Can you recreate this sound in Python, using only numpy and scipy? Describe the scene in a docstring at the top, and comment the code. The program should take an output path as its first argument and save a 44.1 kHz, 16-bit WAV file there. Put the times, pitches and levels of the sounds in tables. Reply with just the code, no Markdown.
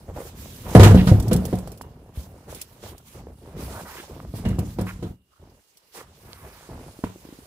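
"""Snowy forest: a log is dropped on a slatted steel sled and bounces; later another is shifted and knocks.
Blows ring damped frame and wood modes and throw enveloped noise; belt tools clink as chattering contacts.
Boots press the snow and bark rasps as ringing grains; stiff clothes rustle as flickering noise.
Dull echoes follow the hits, faint air noise lies below, and the loudest blows overload the recorder."""
import sys
import numpy as np
from scipy import signal
from scipy.io import wavfile

SR = 44100
rng = np.random.default_rng(int(sys.argv[2]) if len(sys.argv) > 2 else 0)


def pcm_store(signal):
    """Save signal as 16-bit PCM."""
    levels = np.round(np.clip(np.atleast_2d(signal), -1, 1) * 32767)
    wavfile.write(sys.argv[1], SR, levels.astype(np.int16).T)


N = 328986

# All table levels are drives, ahead of later gains and filters.
# log blows; the tilt follows where the log lands, the spray is bark and snow:
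# start_s, boom_db, boom_tilt_db_per_octave, knock_db, spray_db
LOG_BLOWS = [(0.750, 1.5, 0, -6, -18), (0.796, 1, -9, -7.5, -17.5), (0.832, -5.5, -12.5, -21, -15.5),
             (0.862, -6, -1, -14.5, -27), (0.909, -9.5, -11, -24.5, -42), (0.945, -2.5, 5, -16.5, -32),
             (1.071, -10, 6, -24, -26), (1.114, -5, -7, -23, -55), (1.271, -16, -3, -35, -52),
             (1.313, -10.5, 7.5, -23, -31.5), (1.349, -12, 7.5, -31, -74), (1.528, -18.5, 3, -24, -42),
             (4.339, -32.5, -7, -37, -60), (4.452, -16, 5.5, -28.5, -39), (4.502, -20, 4.5, -43, -48),
             (4.586, -18, -0.5, -28, -44.5), (4.786, -21, -0.5, -25, -39.5), (4.811, -26, -3, -39, -52),
             (5.026, -29, 6, -31.5, -46), (7.038, -31, 4, -37, -42.5)]
# steel frame modes: pitch_hz, level_db, t60_s
FRAME_MODES = [(52.3, -21.5, 0.14), (84, -13, 0.084), (103.4, -2, 0.3), (129, -0.5, 0.093),
               (184.25, -3.5, 0.32), (226.4, -9, 0.2)]
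# log wood modes: pitch_hz, level_db, t60_s
WOOD_MODES = [(300, 8.5, 0.032), (349, 0, 0.097), (454, 4, 0.058), (504.8, 4, 0.043), (629, 0, 0.039),
              (728.5, -4.5, 0.08), (966, -6, 0.033)]
# bark and snow spray spectrum: freq_hz, density_db_per_hz
SPRAY_SPECTRUM = [(590, -23.5), (1000, 3.5), (1560, -1), (15500, -19)]
# small dry knocks and snaps of wood and crust: start_s, level_db, pitch_hz
DRY_KNOCKS = [(0.099, -26, 545), (0.205, -23, 566), (0.458, -31, 664), (1.675, -25, 714),
              (1.812, -21.5, 970), (2.174, -18.5, 70), (2.527, -25, 546), (2.838, -29, 590),
              (3.27, -27.5, 457), (4.202, -27, 1180), (4.25, -29, 626), (6.332, -20.5, 4340),
              (6.691, -29.5, 350), (6.99, -28.5, 313), (7.0383, -12.5, 247), (7.0404, -15, 935),
              (7.043, -21, 362), (7.101, -42, 404), (7.159, -31, 350), (7.252, -30, 300), (7.289, -31, 316),
              (7.326, -29, 280), (7.388, -32.5, 268)]
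# metal tools touching: start_s, level_db
TOOL_CLINKS = [(0.705, -26), (1.1978, -19.5), (1.224, -27.5), (1.28, -22), (1.329, -11.5), (1.362, -18.5),
               (1.337, -25), (1.452, -16), (1.552, -29.5), (1.585, -28.5), (1.673, -29.5), (1.717, -30),
               (1.774, -32.5), (1.813, -28), (2.5464, -23.5), (2.613, -16.5), (2.978, -33), (4.485, -28),
               (4.588, -21.5), (4.811, -25.5), (5.7695, -35.5)]
# metal tool modes: pitch_hz, level_db, t60_s
TOOL_MODES = [(3700, -5, .008), (5900, -6, .008), (8300, -5, 0.015), (10700, -8, .035), (13450, -6, .015)]
# steel stake struck: start_s, level_db
STAKE_PINGS = [(.87, -36), (.975, -36), (1.38, -50), (1.82, -50), (4.455, -46)]
# steel stake mode: pitch_hz, level_db, t60_s
STAKE_MODES = [(2846, -4, 0.4)]
# bark and crust rasping: start_s, end_s, level_db, pitch_hz
BARK_RASPS = [(0.971, 1.016, -34.5, 2640), (3.727, 3.812, -41, 1020), (3.85, 3.956, -45, 1290),
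              (3.964, 4.01, -43, 2170), (4.443, 4.496, -50, 2700), (4.865, 4.912, -38, 1680),
              (5.966, 6.013, -47, 1580), (6.277, 6.683, -56, 1530)]
# shuffling underfoot and of clothes: time_s, rumble_db, crunch_db, rustle_db
SHUFFLE_LEVELS = [(0, -51, -56, -63.5), (.4, -42, -56.5, -55.5), (1.502, -37.5, -44, -50.5),
                  (1.95, -46, -53.5, -68), (2.698, -53, -57, -57.5), (3.362, -50.5, -65, -68),
                  (3.44, -46, -51, -60.5), (4.1, -53.5, -48, -53), (4.25, -39, -57.5, -58),
                  (5.1, -38.5, -60, -59), (5.199, -75, -88.5, -82), (5.33, -84, -77, -67.5),
                  (5.902, -86.5, -74.5, -64), (6.041, -54.5, -59, -62.5), (6.3, -53.5, -58, -54),
                  (7.46, -56, -56.5, -55.5)]
# boots pressing the snow: start_s, length_s, packing_db, crust_db
BOOT_STEPS = [(0.085, 0.086, -39, -46), (0.168, 0.12, -67, -43), (0.655, 0.84, -37, -37.5),
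              (2.176, 0.16, -42.5, -54), (2.482, 0.089, -43, -50), (2.832, 0.12, -45, -45),
              (3.151, 0.18, -44, -49.5), (3.549, 0.3, -38, -49), (4.105, 0.14, -44, -50),
              (4.343, 0.16, -41, -48), (5.397, 0.201, -51.5, -58), (5.954, 0.078, -71, -46.5),
              (6.432, 0.047, -44.5, -50), (6.7, 0.21, -40.5, -48)]
# stiff clothes and loose snow swishing: start_s, length_s, level_db
CLOTH_SWISHES = [(0.169, 0.11, -51), (0.386, 0.78, -52.5), (0.686, 0.43, -49.5), (2.162, 0.08, -52),
                 (2.506, 0.1, -48), (2.84, 0.055, -47), (3.075, 0.013, -50), (3.136, 0.052, -54.5),
                 (3.593, 0.23, -47.5), (3.886, 0.13, -47.5), (4.361, 0.031, -48), (4.664, 0.053, -54.5),
                 (4.871, 0.05, -53), (5.955, 0.046, -45.5)]
# cloth spectrum: freq_hz, density_db_per_hz
CLOTH_SPECTRUM = [(1470, -4.5), (3240, -1.5), (11100, -3.5), (15500, -3.5)]
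# forest air spectrum: freq_hz, density_db_per_hz
AIR_SPECTRUM = [(18, -30.5), (40, 11.5), (1970, -4), (2760, -15.5), (15500, -15)]

TILT_PIVOT_HZ = 140
JUDDER_DB, JUDDER_T60_S, JUDDERS_PER_S = -8, 0.15, 250  # the log chatters over the slats
CRACK_DB, CRACK_T60_S = 0, 0.014  # sharper onset of the spray
ROCK_RUMBLE_DB, ROCK_RUMBLE_T60_S = -13.5, 0.46  # relative to the boom
ROCK_CRUNCH_DB, ROCK_CRUNCH_T60_S = -17, 0.29  # relative to the knock
KNOCK_CYCLES_TO_60_DB, OVERTONE_RATIO, OVERTONE_SHARE = 7.1, 1.61, 0.15
CHATTER_T60_S, TOOL_RING_DB = 0.05, -23
RASP_GRAINS_PER_S, RASP_SPREAD_RATIO, RASP_CYCLES, RASP_TILT_DB_PER_OCTAVE = 4000, 1.6, 16, -1
# sag: stroke end level as a share of its peak, before the envelope is squared
STEP_RISE_S, STEP_FALL_S, STEP_SAG = 0.014, 0.019, 0.67
SWISH_RISE_S, SWISH_FALL_S, SWISH_SAG = 0.039, 0.06, 0.9
AIR_DB = -68.5
HISS_HZ, HISS_T60_S, HISS_DB = 2850, 0.035, -79
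LEFT_LAG_SAMPLES = 4  # the hits reach the left microphone later
RIGHT_BRIGHT_HZ, RIGHT_TREBLE_DB = 920, 4.5  # right louder than left above this pitch
CUTOFF_HZ = 15800


def logs():
    """Each blow booms in the frame, knocks and judders in the wood, and sprays a dying hiss."""
    start_s, boom_db, tilt_db, knock_db, spray_db = np.transpose(LOG_BLOWS)

    boom = 0
    for mode in FRAME_MODES:
        octaves = np.log2(max(mode[0], 100) / TILT_PIVOT_HZ)
        boom = boom + struck([mode], start_s, boom_db + tilt_db * octaves, spread_db=2.0)
    boom = soften(boom, hz=350)

    touches = soften(dying(start_s, knock_db + JUDDER_DB, JUDDER_T60_S), hz=58.5)
    touches = touches * (rng.random(N) < JUDDERS_PER_S / SR)
    judder = sum(ring(amp(db) * touches * rng.standard_normal(N), hz, t60_s)
                 for hz, db, t60_s in WOOD_MODES)
    knock = amp(-3.5) * struck(WOOD_MODES, start_s, knock_db, spread_db=4.0)
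    knock = soften(knock + judder, hz=1160)

    hiss_level = soften(dying(start_s, spray_db, t60_s=0.21), hz=91.0)
    crack_level = dying(start_s, spray_db + CRACK_DB, CRACK_T60_S)
    spray_noise = narrowed(coloured(SPRAY_SPECTRUM, patchy_db=1.0), share=0.22)
    return boom + knock + (hiss_level + crack_level) * spray_noise


def rocking(column, level_db, t60_s):
    """Each blow leaves the sled rocking on the snow: an envelope set by one blow level, dying away."""
    blows = np.transpose(LOG_BLOWS)
    return soften(dying(blows[0], blows[column] + level_db, t60_s), hz=41.2)


def knocks():
    """Each knock is one heavily damped ring of a few cycles with an overtone."""
    out = np.zeros(N + SR)
    t = np.arange(SR // 8) / SR
    for start_s, db, hz in DRY_KNOCKS:
        ringing = np.sin(2 * np.pi * hz * t)
        ringing += OVERTONE_SHARE * np.sin(2 * np.pi * OVERTONE_RATIO * hz * t)
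        at = round(start_s * SR)
        out[at:at + len(t)] += amp(db - 60 * hz * t / KNOCK_CYCLES_TO_60_DB) * ringing
    return out[:N]


def tools():
    """Chattering contacts scratch the metal and ring its modes unevenly; the stake rings longer."""
    start_s, clink_db = np.transpose(TOOL_CLINKS)
    contacts = narrowed(rng.standard_normal((2, N)), share=0.12) * (rng.random(N) < 0.15)
    uneven_db = 3 * rng.standard_normal((len(start_s), len(TOOL_MODES)))

    def chatter(levels_db):
        """Tiny contacts under a dying envelope."""
        return soften(dying(start_s, levels_db, CHATTER_T60_S), hz=200) * contacts

    scratch = signal.sosfilt(signal.butter(2, 3300, "high", fs=SR, output="sos"), chatter(clink_db))
    rings = sum(ring(chatter(clink_db + mode_db + uneven_db[:, k]), hz, t60_s)
                for k, (hz, mode_db, t60_s) in enumerate(TOOL_MODES))
    stake = struck(STAKE_MODES, *np.transpose(STAKE_PINGS), spread_db=3.5)
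    return scratch + amp(TOOL_RING_DB) * rings + stake


def rasps():
    """Bark and crust catch in dense ringing grains around the pitch of each rasp."""
    t = np.arange(N) / SR
    out = 0
    for start_s, end_s, db, hz in BARK_RASPS:
        gate = soften(1.0 * (t > start_s) * (t < end_s), hz=150)
        texture = grains(RASP_GRAINS_PER_S, hz / RASP_SPREAD_RATIO, hz * RASP_SPREAD_RATIO,
                         RASP_CYCLES, uneven_db=3.0, tilt_db=RASP_TILT_DB_PER_OCTAVE)
        out = out + amp(db) * gate * texture
    return out


def moving():
    """Boots and the rocking sled break snow in grains, stiff cloth hisses; bass is alike in both channels."""
    t = np.arange(N) / SR
    time_s, *levels_db = np.transpose(SHUFFLE_LEVELS)
    rumble, shuffle, hiss = (amp(np.interp(t, time_s, db)) for db in levels_db)
    start_s, length_s, pack_db, crust_db = np.transpose(BOOT_STEPS)
    step_shape = STEP_RISE_S, STEP_FALL_S, STEP_SAG

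    pack = rumble + strokes(start_s, length_s, pack_db, *step_shape)
    pack = pack + rocking(1, ROCK_RUMBLE_DB, ROCK_RUMBLE_T60_S)
    crunch = shuffle + strokes(start_s, length_s, crust_db, *step_shape)
    crunch = crunch + rocking(3, ROCK_CRUNCH_DB, ROCK_CRUNCH_T60_S)
    rustle = hiss + strokes(*np.transpose(CLOTH_SWISHES), SWISH_RISE_S, SWISH_FALL_S, SWISH_SAG)

    clumps = amp(1.58 * drift(5.8))  # the snow yields in jerks
    packing = grains(800, 57.0, 276, cycles=7.6, uneven_db=1.5, tilt_db=0.0)
    crust = grains(1200, 374.0, 910, cycles=9.1, uneven_db=8.0, tilt_db=-3.5)
    grit = np.array([grains(2500, 919, 3100, cycles=10.0, uneven_db=4.5, tilt_db=-6.0)
                     for side in "LR"])
    scrape = amp(-5.0) * np.sqrt(np.abs(crunch * rustle)) * grit  # where crunch and rustle meet
    snow = clumps * (pack * packing + crunch * crust + scrape)
    return snow + rustle * coloured(CLOTH_SPECTRUM, patchy_db=1.0)


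def trees(x):
    """A few faint, dull echoes from trunks, other ones in each channel, weaker with delay."""
    dull = signal.sosfilt(signal.butter(1, [400, 2500], "band", fs=SR, output="sos"), x.mean(axis=0))
    out = np.zeros((2, N))
    for k, lag_s in enumerate(rng.uniform(0.0064, 0.09, 10)):
        lag = int(lag_s * SR)
        sign = (-1) ** (k // 2)
        out[k % 2, lag:] += amp(-150 * lag_s) * dull[:-lag] * sign
    return out


def air():
    """Still forest air: flickering coloured noise and a faint narrow hiss from a noise-driven resonance."""
    hiss = rms_one(ring(rng.standard_normal((2, N)), HISS_HZ, HISS_T60_S))
    return amp(AIR_DB) * coloured(AIR_SPECTRUM, patchy_db=6.5) + amp(HISS_DB) * hiss


def struck(modes, times_s, db, spread_db):
    """Every blow strikes every mode with a strength and sign of its own."""
    chance = rng.standard_normal((len(times_s), len(modes), 2))
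    out = 0
    for k, (hz, mode_db, t60_s) in enumerate(modes):
        gains = amp(db + mode_db + spread_db * chance[:, k, 0]) * np.sign(chance[:, k, 1])
        out = out + ring(train(times_s, gains), hz, t60_s)
    return out


def grains(per_s, low_hz, high_hz, cycles, uneven_db, tilt_db):
    """Small breaks of uneven size, each ringing some cycles to -60 dB; tilt per octave; rms 1."""
    sizes = amp(uneven_db * np.minimum(rng.exponential(1, N), 3)) * rng.choice([-1, 1], N)
    clicks = sizes * (rng.random(N) < per_s / SR)
    pitches_hz = np.geomspace(low_hz, high_hz, 12)
    dealt = rng.integers(0, 12, N)
    out = 0
    for k, hz in enumerate(pitches_hz):
        out = out + amp(tilt_db * np.log2(hz / low_hz)) * ring(clicks * (dealt == k), hz, cycles / hz)
    return rms_one(out)


def coloured(spectrum, patchy_db):
    """Noise of its own in each channel, in bands of up to half an octave that flicker; rms 1."""
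    hz, level_db = np.transpose(spectrum)
    edges_hz = np.geomspace(hz[0], hz[-1], int(2 * np.log2(hz[-1] / hz[0])) + 2)
    white = rng.standard_normal((2, 2, N))  # neighbouring bands use different noise
    together = drift(36.0)
    out = 0
    for k, (low, high) in enumerate(zip(edges_hz, edges_hz[1:])):
        band = signal.sosfilt(signal.butter(2, [low, high], "band", fs=SR, output="sos"), white[k % 2])
        band_db = np.interp(np.log(low * high) / 2, np.log(hz), level_db)
        flicker_db = patchy_db * (together + 1.9 * drift(6.3))
        out = out + band * amp(band_db + flicker_db)
    return rms_one(out)


def strokes(start_s, length_s, db, rise_s, fall_s, sag):
    """Envelope of many strokes: each swells, sags while it lasts and fades."""
    t = np.arange(N) / SR
    out = 0
    for s, held, level in zip(start_s, length_s, db):
        shape = np.interp(t, [s - rise_s, s, s + held, s + held + fall_s], [0, 1, sag, 0])
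        out = out + amp(level) * shape ** 2
    return out


def dying(times_s, db, t60_s):
    """An envelope that jumps at each moment and dies away."""
    return signal.lfilter([1], [1, -amp(-60 / (t60_s * SR))], train(times_s, amp(db)) + 1e-18)


def ring(clicks, hz, t60_s):
    """Two-pole resonance: a unit click sets a sine of about height 1 ringing."""
    r, w = amp(-60 / (t60_s * SR)), 2 * np.pi * hz / SR
    return signal.lfilter([0, np.sin(w)], [1, -2 * r * np.cos(w), r * r], clicks + 1e-18)


def train(times_s, gains):
    """Clicks of the given sizes at the given moments."""
    clicks = np.zeros(N)
    clicks[np.round(times_s * SR).astype(int)] = gains
    return clicks


def soften(x, hz):
    """A slower contact: low-pass."""
    return signal.sosfilt(signal.butter(2, hz, fs=SR, output="sos"), x)


def narrowed(pair, share):
    """Two unrelated channels made partly alike."""
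    return np.array([pair[0], share * pair[0] + np.sqrt(1 - share ** 2) * pair[1]])


def drift(corner_hz):
    """Slow chance: noise through a double one-pole low-pass at SR / 40, interpolated; spread 1."""
    r = np.exp(-2 * np.pi * corner_hz * 40 / SR)
    slow = signal.lfilter([1], [1, -2 * r, r * r], rng.standard_normal(N // 40 + 2002))
    slow = slow[2000:]  # settled part
    return np.interp(np.arange(N) / 40, np.arange(len(slow)), rms_one(slow))


def rms_one(x):
    """Scaled to rms 1."""
    return x / np.sqrt(np.mean(x ** 2) + 1e-20)


def amp(db):
    """Gain of a level in dB."""
    return 10 ** (np.asarray(db) / 20)


def scene():
    """Hits with a late left channel and echoes, movement, and the still air."""
    hits = logs() + knocks() + tools() + rasps()
    late = np.array([np.roll(hits[0], LEFT_LAG_SAMPLES), hits[1]])
    return late + amp(-11.5) * trees(hits) + moving() + air()


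def record(dry):
    """The microphones lose the deepest bass, the right is brighter; overload clips hard; the top is cut."""
    dry = signal.sosfilt(signal.butter(3, 42, "high", fs=SR, output="sos"), dry)
    treble = signal.sosfilt(signal.butter(1, RIGHT_BRIGHT_HZ, "high", fs=SR, output="sos"), dry)
    treble_gain = amp([[-RIGHT_TREBLE_DB / 2], [RIGHT_TREBLE_DB / 2]])
    heard = dry + treble * (treble_gain - 1)
    clipped = np.clip(heard, -1, 1)
    return signal.sosfilt(signal.cheby2(24, 50, CUTOFF_HZ, fs=SR, output="sos"), clipped)


dry = scene()
out = record(dry)
pcm_store(out)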